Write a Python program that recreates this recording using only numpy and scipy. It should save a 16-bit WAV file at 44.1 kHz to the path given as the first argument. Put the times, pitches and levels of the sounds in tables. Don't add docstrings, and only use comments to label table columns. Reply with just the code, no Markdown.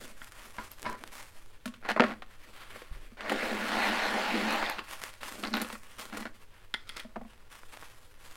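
import sys
import numpy as np
from scipy import signal
from scipy.io import wavfile
from scipy.ndimage import map_coordinates

SR = 44100
rng = np.random.default_rng(int(sys.argv[2]) if len(sys.argv) > 2 else 0)


def to_wav(s):
    ch = np.atleast_2d(s).T
    pcm = np.round(np.clip(ch, -1, 1) * 32767)
    wavfile.write(sys.argv[1], SR, pcm.astype(np.int16))


N = 368676
TIME = np.arange(N) / SR
AGE = TIME[:SR // 3]


def amp(db):
    return 10 ** (np.asarray(db) / 20)


def unit(x):
    return x / np.sqrt(np.mean(x ** 2) + 1e-20)


def at_level(x, db, size=900):
    return amp(db) * x / np.sqrt(np.mean(x[:size] ** 2) + 1e-20)


def read(points, hz):
    f, value = np.transpose(points)
    return np.interp(np.log(hz + 1), np.log(f + 1), value)


def add(mix, s, sound):
    part = mix[max(round(s * SR), 0):][:len(sound)]
    part += sound[:len(part)]


def fade(t60):
    return np.exp(-np.log(1000) * AGE / max(t60, .002))


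def sine(hz):
    return np.sin(2 * np.pi * hz * AGE)


def colour(x, points, size=4096):
    log_gain = np.log(amp(read(points, abs(np.fft.fftfreq(size, 1 / SR)))))
    taps = np.fft.ifft(np.exp(np.conj(signal.hilbert(log_gain)))).real
    return signal.oaconvolve(x, taps[:size // 2])[:len(x)]


def band(x, lo_hz, hi_hz, order=3):
    edges = [lo_hz, min(hi_hz, SR / 2 - 1)]
    return signal.sosfilt(signal.butter(order, edges, "band", fs=SR, output="sos"), x)


def brighten(x, db):
    return colour(x, [(1500, 0), (7000, db)])


def resonances(x, peaks):
    return sum(amp(db) * signal.lfilter(*signal.iirpeak(hz, hz / width, SR), x) for hz, width, db in peaks)


def ring(modes, detune=0.0067):
    chance = rng.standard_normal((len(modes), 2))
    return sum(amp(db + 2 * a) * fade(t60) * sine(hz * (1 + detune * b))
               for (hz, db, t60), (a, b) in zip(modes, chance))


def contact(t60, chatter):
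    x = chatter * rng.standard_normal(len(AGE)) * fade(t60)
    x[0] -= 1
    return x


def spread(x, hz, width):
    return x - 2 * resonances(x, [(hz, width, 0)])


def grains(per_s, spread_db):
    size = amp(spread_db * np.minimum(rng.exponential(1, N), 3.3))
    sign = rng.choice([-1, 1], N)
    return unit(size * sign * (rng.random(N) < per_s / SR))


def wobble(per_s):
    knots = np.arange(0, TIME[-1] + 1, 1 / per_s)
    return np.interp(TIME, knots, rng.standard_normal(len(knots)))


def patchy(x, patchy_db, per_s, width_hz):
    hz, t, z = signal.stft(x, SR, nperseg=512, noverlap=384)
    where = np.meshgrid(hz / width_hz, t * per_s, indexing="ij")
    field = map_coordinates(rng.standard_normal((128, 512)), where, order=1, mode="wrap")
    return signal.istft(z * amp(patchy_db * field), SR, nperseg=512, noverlap=384)[1][:N]


def strokes(rows, shape):
    rise_share, sag_db, release_t60 = shape
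    power, t = np.zeros(N), TIME[:SR]
    for s, length, db in rows:
        rise = np.minimum(t / max(rise_share * length, .001), 1)
        sag = amp(db + sag_db * np.minimum(t / length, 1))
        release = np.exp(-np.log(1000) * np.maximum(t - length, 0) / release_t60)
        add(power, s, (rise * sag * release) ** 2)
    return np.sqrt(power)


# (f/Hz, gain/dB)
AIR_COLOUR = [(10, 11.5), (25, 0), (40, -8.5), (60, -14.5), (100, -9), (140, -22), (220, -26.5),
              (500, -22.5), (1100, -47.5), (2500, -42.5), (6000, -41.5), (11000, -46), (16000, -45.5)]
# (f/Hz, level/dB, t60/s)
STAND_MODES = [(23.9, -36.5, 1), (42, -34, 0.23), (78, -59, 0.064)]


def background():
    out = amp(-49.0) * unit(colour(rng.standard_normal(N), AIR_COLOUR))
    shudder = unit(band(rng.standard_normal(len(AGE)), 60, 123)) * fade(0.26)
    sway = sum(amp(db) * fade(t60) * sine(hz) for hz, db, t60 in STAND_MODES)
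    sway = sway * signal.windows.tukey(len(AGE), .03)
    add(out, 2.912, sway + amp(-46) * shudder)
    return out


# (start t/s, length t/s, rub level/dB, fizz level/dB)
RUSTLE = [(0, 0.057, -47.5, -50.5), (0.163, 0.096, -55.5, -57.5), (0.304, 0.14, -53.5, -58),
          (0.413, 0.2, -53.5, -56.5), (0.596, .14, -55, -57), (0.766, 0.14, -52, -57),
          (0.947, 0.15, -54, -59), (1.108, 0.12, -50, -53), (1.232, 0.24, -62, -63.5),
          (1.478, 0.07, -68, -76), (2.293, 0.081, -57.5, -65.5), (2.373, 0.3, -55, -61.5),
          (2.543, 0.082, -47.5, -56.5), (2.68, 0.13, -48, -56), (2.878, 0.18, -54.5, -61.5),
          (3.344, .5, -49, -51.5), (4.816, 0.14, -52, -58.5), (4.874, 0.12, -46, -50.5),
          (5.016, 0.049, -41.5, -46.5), (5.07, 0.1, -56.5, -60.5), (5.203, 0.048, -43.5, -52),
          (5.22, 0.11, -43.5, -47.5), (5.37, 0.11, -50, -50.5), (5.542, 0.24, -53.5, -53),
          (5.803, 0.22, -54.5, -59.5), (5.982, 0.031, -40, -44.5), (6.113, 0.086, -55, -54.5),
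          (6.326, 0.11, -59.5, -65), (6.494, 0.14, -59.5, -68.5), (7.26, 0.045, -61, -67.5),
          (7.492, 0.088, -52.5, -57), (7.6, 0.12, -58, -62), (7.71, 0.11, -51.5, -57.5),
          (7.802, 0.1, -53, -57.5), (7.902, .22, -61, -64.5), (8.165, 0.49, -52.5, -56.5)]
# (start t/s, length t/s, level/dB)
BRUSHES = [(0, .06, -47), (.44, 0.024, -56.5), (.8, 0.14, -49.5), (1, 0.065, -52.5), (2.45, 0.047, -56.5),
           (2.705, 0.068, -53.5), (2.95, 0.084, -57), (5.21, 0.048, -55), (5.3, 0.12, -51),
           (5.97, 0.093, -55.5), (7.72, 0.12, -71)]
# (share of its length spent rising, sag over its length/dB, release t60/s)
CLOTH_STROKE = (.2, -2.5, 0.36)
# (f/Hz, gain/dB)
RUB_COLOUR = [(60, -16), (170, -13), (260, -23), (500, -3), (700, -1), (920, 2), (1450, 1), (2200, -1),
              (3300, -4), (5000, -12.5), (8000, -27), (16000, -49)]
# (f/Hz, gain/dB)
FIZZ_COLOUR = [(60, -8), (2000, -22.5), (5000, 10), (7000, 8.5), (10000, 7.5), (13000, 2.5), (16000, -2.5)]
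STILL_RUB_DB, STILL_FIZZ_DB = -65, -74
BRUSH_SHARE_DB = -15
CLUMP_DB, CLUMPS_PER_S = 2.88, 59
SNAGS_PER_S, SNAG_DB = 35, -8.5


def rustle():
    s, length, rub_db, fizz_db = np.transpose(RUSTLE)
    rub = np.hypot(strokes(zip(s, length, rub_db), CLOTH_STROKE), amp(STILL_RUB_DB))
    fizz = np.hypot(strokes(zip(s, length, fizz_db), CLOTH_STROKE), amp(STILL_FIZZ_DB))
    brush = np.hypot(strokes(BRUSHES, CLOTH_STROKE), amp(BRUSH_SHARE_DB) * rub)
    clumps = amp(CLUMP_DB * wobble(per_s=CLUMPS_PER_S))
    snags = amp(SNAG_DB) * grains(per_s=SNAGS_PER_S, spread_db=3.5)
    fibres = grains(per_s=3500, spread_db=2.0) * clumps + snags
    fibres = patchy(fibres, patchy_db=1.5, per_s=16, width_hz=570)
    return (rub * unit(colour(fibres, RUB_COLOUR)) + fizz * unit(colour(fibres, FIZZ_COLOUR))
            + brush * unit(band(fibres, 192, 703, order=2)))


# (f/Hz, gain/dB)
CLICK_COLOUR = [(60, -5), (150, -19), (250, -6), (700, -5.5), (1400, -1), (3400, -13.5), (5200, -13.5),
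                (6200, -24.5), (10000, -27), (16000, -46.5)]


def strikes(rows, modes, ring_db, t60, chatter):
    out = np.zeros(N)
    for s, db, bright_db in rows:
        blow = at_level(colour(contact(t60, chatter), CLICK_COLOUR), 0) + at_level(ring(modes), ring_db)
        blow = brighten(blow, bright_db)
        add(out, s, amp(db) * blow / abs(blow).max())
    return out


# (t/s, peak level/dB, treble lift/dB)
CLICKS = [(0.217, -33, -25.5), (6.7405, -18.5, -1.5), (6.7445, -18.5, -5), (6.8923, -28.5, 17),
          (6.897, -28, 0), (6.9687, -30.5, 37), (7.0, -29.5, 12)]
# (f/Hz, level/dB, t60/s)
BROOCH_MODES = [(1340, -6.5, 0.022), (1900, -7.5, 0.027), (2074, -14, 0.059), (3320, -4, 0.014),
                (3420, -14, 0.024), (4250, -11, 0.012), (5170, -34, .012), (9750, -17.5, 0.0096)]


def brooch_clicks():
    return amp(1.0) * strikes(CLICKS, BROOCH_MODES, ring_db=2.5, t60=0.019, chatter=0.048)


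# (t/s, peak level/dB, treble lift/dB)
SNAPS = [(0.245, -37, 16), (0.3213, -38, 8), (0.7157, -41, 8), (0.82, -36, 26), (0.8293, -30.5, 8),
         (0.899, -38, 26), (0.929, -38, 9), (1.0385, -31, -3), (1.0765, -36.5, 6), (4.508, -27, 0),
         (4.699, -24.5, 0), (5.0176, -33, 3), (5.038, -24, 6), (5.2323, -30, -4), (5.3235, -32, 2),
         (7.634, -44, -25), (7.7406, -43, -16), (7.7725, -38, -5), (7.8256, -41, -25), (7.832, -40.5, -16)]
# (f/Hz, gain/dB)
SNAP_COLOUR = [(60, 4.5), (1500, 17), (5000, 3.5), (12000, -2.5), (16000, -13)]


def snaps():
    out = np.zeros(N)
    for s, db, bright_db in SNAPS:
        crack = contact(t60=.025, chatter=.04)
        snap = brighten(colour(crack, SNAP_COLOUR), bright_db)
        add(out, s, amp(db + 5.0) * snap / abs(snap).max())
    return amp(3.5) * out


# (t/s, peak level/dB, treble lift/dB)
TAPS = [(.5843, -27, -9.5), (.848, -37, -8), (.8546, -29, -5), (.862, -25, -5), (.893, -31.5, -28),
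        (.925, -37, -24), (.94, -40.5, -10), (6.534, -56, -20)]
# (f/Hz, level/dB, t60/s)
HOLLOW_MODES = [(226, -6.5, 0.2), (389, -19.5, 0.34), (985, 1, 0.13), (1000, -2.5, 0.16),
                (1370, -10, 0.057), (1584, 2, 0.045), (2140, 5, 0.027), (2860, -9, 0.046)]


def hollow_taps():
    return amp(3.5) * strikes(TAPS, HOLLOW_MODES, ring_db=3.5, t60=0.21, chatter=0.29)


# (t/s, peak level/dB, f/Hz)
PINS = [(0.717, -31, 12900), (1.9978, -17.5, 2800), (2.006, -12, 2700), (2.0206, -26, 2700),
        (2.035, -27, 2950), (3.889, -36, 14300), (4.524, -34, 10600), (4.535, -37, 13000),
        (4.560, -37, 12000), (4.663, -25, 3600), (4.698, -30.5, 11500), (4.712, -36, 14100),
        (5.428, -38, 4520), (5.451, -28, 4400), (5.464, -40, 4540), (5.473, -28, 4340), (5.480, -35, 4530),
        (5.531, -30, 4470), (5.539, -18.5, 4230), (5.546, -35, 12800), (5.552, -25, 4260),
        (5.569, -31, 13800), (5.6, -30, 4040), (5.617, -23.5, 9500), (5.619, -27, 13600),
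        (6.741, -19, 3500), (6.97, -32, 3970)]


def pin_ticks():
    out = np.zeros(N)
    for s, db, hz in PINS:
        tick = resonances(contact(t60=0.0073, chatter=0.16), [(hz, 900, 0)])
        tick = resonances(tick, [(hz, 1800, 0)])
        add(out, s, amp(db) * tick / abs(tick).max())
    return out


# (f/Hz, gain/dB)
KNOCK_COLOUR = [(60, -35), (200, 11), (600, 11), (1300, 11.5), (2000, 0.5), (2900, -2.5), (3600, -8),
                (4600, -16.5), (6000, -29.5), (10000, -36), (16000, -46)]
# (t/s, strength level/dB, hardness/dB, wall f/Hz, hollow boom level/dB)
KNOCKS = [(1.6568, -36.5, 10.5, 634, -32), (1.677, -45.5, 14, 550, -36), (1.7393, -49.5, 15, 511, -72),
          (1.849, -41, 3, 1080, -65), (1.8905, -29, 3, 727, -49), (1.908, -28, 7, 750, -42),
          (1.963, -25.5, -1.5, 640, -36), (1.9756, -27, -10, 1060, -53), (1.997, -16, 0, 930, -15),
          (2.0039, -16.5, -5, 480, -20), (2.0204, -21, -10, 640, -50), (2.0381, -23, 5, 620, -27),
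          (2.1101, -36.5, 5, 705, -39), (2.2215, -40.5, 9.5, 750, -56), (2.759, -44.5, -9, 530, -55),
          (2.819, -43, -1, 480, -71), (3.118, -56, -4, 442, -49), (3.2073, -38.5, 13, 950, -68),
          (3.296, -31.5, 16.5, 910, -51), (3.3188, -25.5, -12, 801, -33), (3.429, -32, -2, 590, -35),
          (4.141, -31, -2, 794, -33), (4.506, -44, 4, 694, -35), (4.6263, -27.5, 3, 970, -39),
          (4.7845, -37.5, 12.5, 910, -42), (4.791, -34.5, 15, 380, -45), (5.4364, -33, 14.5, 710, -58),
          (5.5396, -28, 9.5, 776, -29), (5.569, -37, 19, 824, -45), (5.6157, -34, -1, 480, -37),
          (5.6463, -39, 12.5, 510, -62), (5.701, -38, 10, 900, -68), (5.728, -42, 2, 480, -41),
          (5.7526, -41, 6, 1130, -63), (6.1718, -37.5, 6, 447, -63), (6.205, -51, 4, 600, -41),
          (6.2549, -40.5, 8, 730, -42), (7.047, -47, -16, 630, -41.5), (7.1588, -38.5, -5, 880, -65),
          (7.1633, -33, -31, 703, -38), (7.2125, -43.5, -28, 777, -41), (7.25, -51, -15, 720, -45)]
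# (f/Hz, level/dB, t60/s)
BOX_MODES = [(282, -38, .08), (390, -1, 0.27), (450, -17, 0.083), (620, 15, 0.06), (724, 13.5, 0.14),
             (1093, 14, 0.23), (1260, -28, 0.059), (1427, -16, 0.074), (1536, -24, 0.089),
             (1840, 12, 0.086)]
BOOM_HZ, BOOM_T60 = 230, 0.06
BOX_LOW_HZ = 182
KNOCK_T60 = 0.049
CRACK_PER_HARDNESS, EDGE_DB = 0.41, -16.5
TICK_DB, TICK_GROWTH = -35, 0.63


def knocks():
    out = np.zeros(N)
    for s, db, hard_db, wall_hz, boom_db in KNOCKS:
        crack = spread(colour(contact(KNOCK_T60, chatter=0.086), KNOCK_COLOUR), hz=1470, width=1450)
        body = at_level(crack, 0) + at_level(ring(BOX_MODES), -13.5)
        low, mid = band(body, 330, 1000, order=2), band(body, 1000, 2500, order=2)
        wall = at_level(low, 0) + at_level(ring([(wall_hz, 0, .04)]), 0.37)
        thud = at_level(wall, 0) + at_level(mid, CRACK_PER_HARDNESS * hard_db)
        air_swing = 1 - fade(0.052)
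        boom = fade(BOOM_T60) * sine(BOOM_HZ) * air_swing
        edge = band(crack, 2500, 4860, order=4)
        tick = band(colour(contact(KNOCK_T60, chatter=0.67), KNOCK_COLOUR), 5600, 19000)
        tick_db = TICK_DB + TICK_GROWTH * (db + hard_db)
        parts = (boom, boom_db), (thud, db), (edge, db + hard_db + EDGE_DB), (tick, tick_db)
        add(out, s, amp(-4.5) * sum(at_level(x, part_db) for x, part_db in parts))
    return band(out, BOX_LOW_HZ, SR / 2)


# (t/s, level/dB)
BUZZES = [(1.657, -46.5), (1.6775, -55), (3.296, -48.5), (3.3203, -46.5), (5.6157, -40.5), (5.727, -49),
          (6.1712, -45.5), (6.204, -50.5)]


def buzzes():
    out = np.zeros(N)
    for s, db in BUZZES:
        chatter = colour(contact(t60=0.054, chatter=0.34), KNOCK_COLOUR)
        add(out, s, at_level(band(chatter, 7400, 19600), db))
    return out


# (f/Hz, gain/dB)
SCRAPE_COLOUR = [(60, -9.5), (150, -27), (195, 3.5), (400, 1), (800, 1), (2000, 0.5), (3000, -7),
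                 (4500, -13), (6300, -22), (10000, -27.5), (16000, -34)]
# (f/Hz, width f/Hz, level/dB)
SCRAPE_PEAKS = [(221, 15, 5), (307.4, 15, 1.5), (824, 160, -6.5), (1286, 16, -11), (1457, 50, 1),
                (1724, 68, -12.5), (4250, 320, -6.5)]


def scrape(slips, body_gain, boom_gain, edge_gain):
    x = colour(slips, SCRAPE_COLOUR)
    x = x + resonances(x, SCRAPE_PEAKS)
    boom, body, edge = unit(band(x, 82, 432)), unit(band(x, 485, 2020)), unit(band(x, 2420, SR / 2))
    return body_gain * body + boom_gain * boom + edge_gain * edge


# (start t/s, length t/s, friction level/dB, boom/dB and brightness/dB against the friction)
RUMMAGE = [(1.826, 0.026, -48.5, -12, -11), (1.85, 0.052, -41, -17, -13), (1.887, 0.031, -30.5, -14, -5.5),
           (2.045, 0.092, -42.5, -5, -8.5), (5.38, 0.038, -49.5, 1, -16), (5.508, 0.031, -48.5, 8, -4),
           (5.43, 0.056, -40, -0.5, -7), (5.53, 0.1, -37.5, -2, -5.5), (5.655, 0.095, -49, -20, -5),
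           (6.098, .025, -51.5, -8, -4), (6.123, 0.11, -43, -2, -7.5), (6.253, 0.022, -43, -2.5, -7.5)]
# (share of its length spent rising, sag over its length/dB, release t60/s)
SHOVE_STROKE = (0.064, -4, 0.064)


def rummage():
    s, length, db, boom_db, bright_db = np.transpose(RUMMAGE)
    levels = (db, db + boom_db, db + bright_db)
    gains = (strokes(zip(s, length, level), SHOVE_STROKE) for level in levels)
    return amp(1.0) * scrape(grains(per_s=1600, spread_db=4.5), *gains)


# (t/s, effort level/dB, boom/dB and brightness/dB against the effort)
DRAG = [(3.17, -53.5, -15, -2), (3.2, -45.5, -14, -11), (3.26, -38, -18, -10.5), (3.32, -34, -4.5, -6.5),
        (3.56, -35.5, -4, -6.5), (3.87, -30.5, -7.5, -4.5), (4.25, -32.5, -12, -5.5),
        (4.52, -33.5, -6.5, -3), (4.7, -36.5, -15.5, -4.5), (4.829, -51, -4, -4.5)]
# (t/s, f/Hz)
DRAG_RESONANCE = [(3.3, 566), (3.55, 610), (3.8, 865), (4.0, 878), (4.3, 840), (4.7, 860)]
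SURGE_DB, SURGES_PER_S = 3, 12


def drag():
    slips = grains(per_s=4200, spread_db=2.0) * amp(0.27 * wobble(per_s=35))
    slips = patchy(slips, patchy_db=2.6, per_s=22, width_hz=420)
    glide_hz = np.interp(TIME, *np.transpose(DRAG_RESONANCE))
    turn = np.exp(2j * np.pi * np.cumsum(glide_hz) / SR)
    width_hz = 220
    r = np.exp(-np.pi * width_hz / SR)
    moving = 2 * (turn * signal.lfilter([1 - r], [1, -r], slips / turn)).real
    s, effort_db, boom_db, bright_db = np.transpose(DRAG)
    effort = amp(np.interp(TIME, s, effort_db, left=-np.inf, right=-np.inf))
    surge = amp(np.interp(TIME, s, boom_db) + SURGE_DB * wobble(per_s=SURGES_PER_S))
    bright = amp(np.interp(TIME, s, bright_db))
    return effort * scrape(slips + amp(-5.0) * moving, 0.99, surge, bright)


# (start t/s, length t/s, level/dB)
SLIDE = [(6.748, 0.12, -60), (6.865, 0.11, -53), (6.96, 0.041, -39.5)]
# (share of its length spent rising, sag over its length/dB, release t60/s)
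SLIDE_STROKE = (0.1, -3.5, 0.17)
# (f/Hz, width f/Hz, level/dB)
SLIDE_PEAKS = [(1300, 180, 10), (1970, 530, 7), (3180, 370, 2), (4020, 900, -31)]


def slide():
    slips = grains(per_s=2500, spread_db=5.0)
    sound = unit(resonances(slips, SLIDE_PEAKS)) + unit(colour(slips, CLICK_COLOUR))
    sound = patchy(sound, patchy_db=2.5, per_s=45, width_hz=730)
    return strokes(SLIDE, SLIDE_STROKE) * unit(sound)


# (delay t/s, gain)
REFLECTIONS = [(.0035, 0.032), (.0069, -0.066), (0.0099, 0.1), (0.0165, -0.034)]


def nearby(x):
    out, dull = x.copy(), colour(x, [(1500, -3.5), (3500, -21), (9000, -40.0)])
    for delay, gain in REFLECTIONS:
        add(out, delay, gain * dull)
    return amp(-0.85) * out


# (f/Hz, t60/s)
ROOM_T60 = [(100, 0.78), (230, 0.24), (1000, 0.25), (3500, 0.21), (8000, 0.33), (16000, 0.079)]


def room(x, wet_db):
    hz, t, z = signal.stft(rng.standard_normal(SR // 2), SR, nperseg=256)
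    z = z * np.exp(-np.log(1000) * t / read(ROOM_T60, hz)[:, None])
    tail = signal.istft(z, SR, nperseg=256)[1][:len(AGE)] * (1 - fade(0.014))
    return x + amp(wet_db) * signal.oaconvolve(x, tail / np.linalg.norm(tail))[:N]


def scene():
    box = knocks() + buzzes() + rummage() + drag()
    metal = brooch_clicks() + hollow_taps() + pin_ticks() + slide()
    handling = box + metal + rustle()
    return (room(nearby(handling), wet_db=-13.0) + snaps() + background())[None]


def record(dry):
    low_pass = signal.firwin(511, 16000, window=("kaiser", 9), fs=SR)
    return signal.oaconvolve(dry, low_pass[None], "same")


dry = scene()
out = record(dry)
to_wav(out)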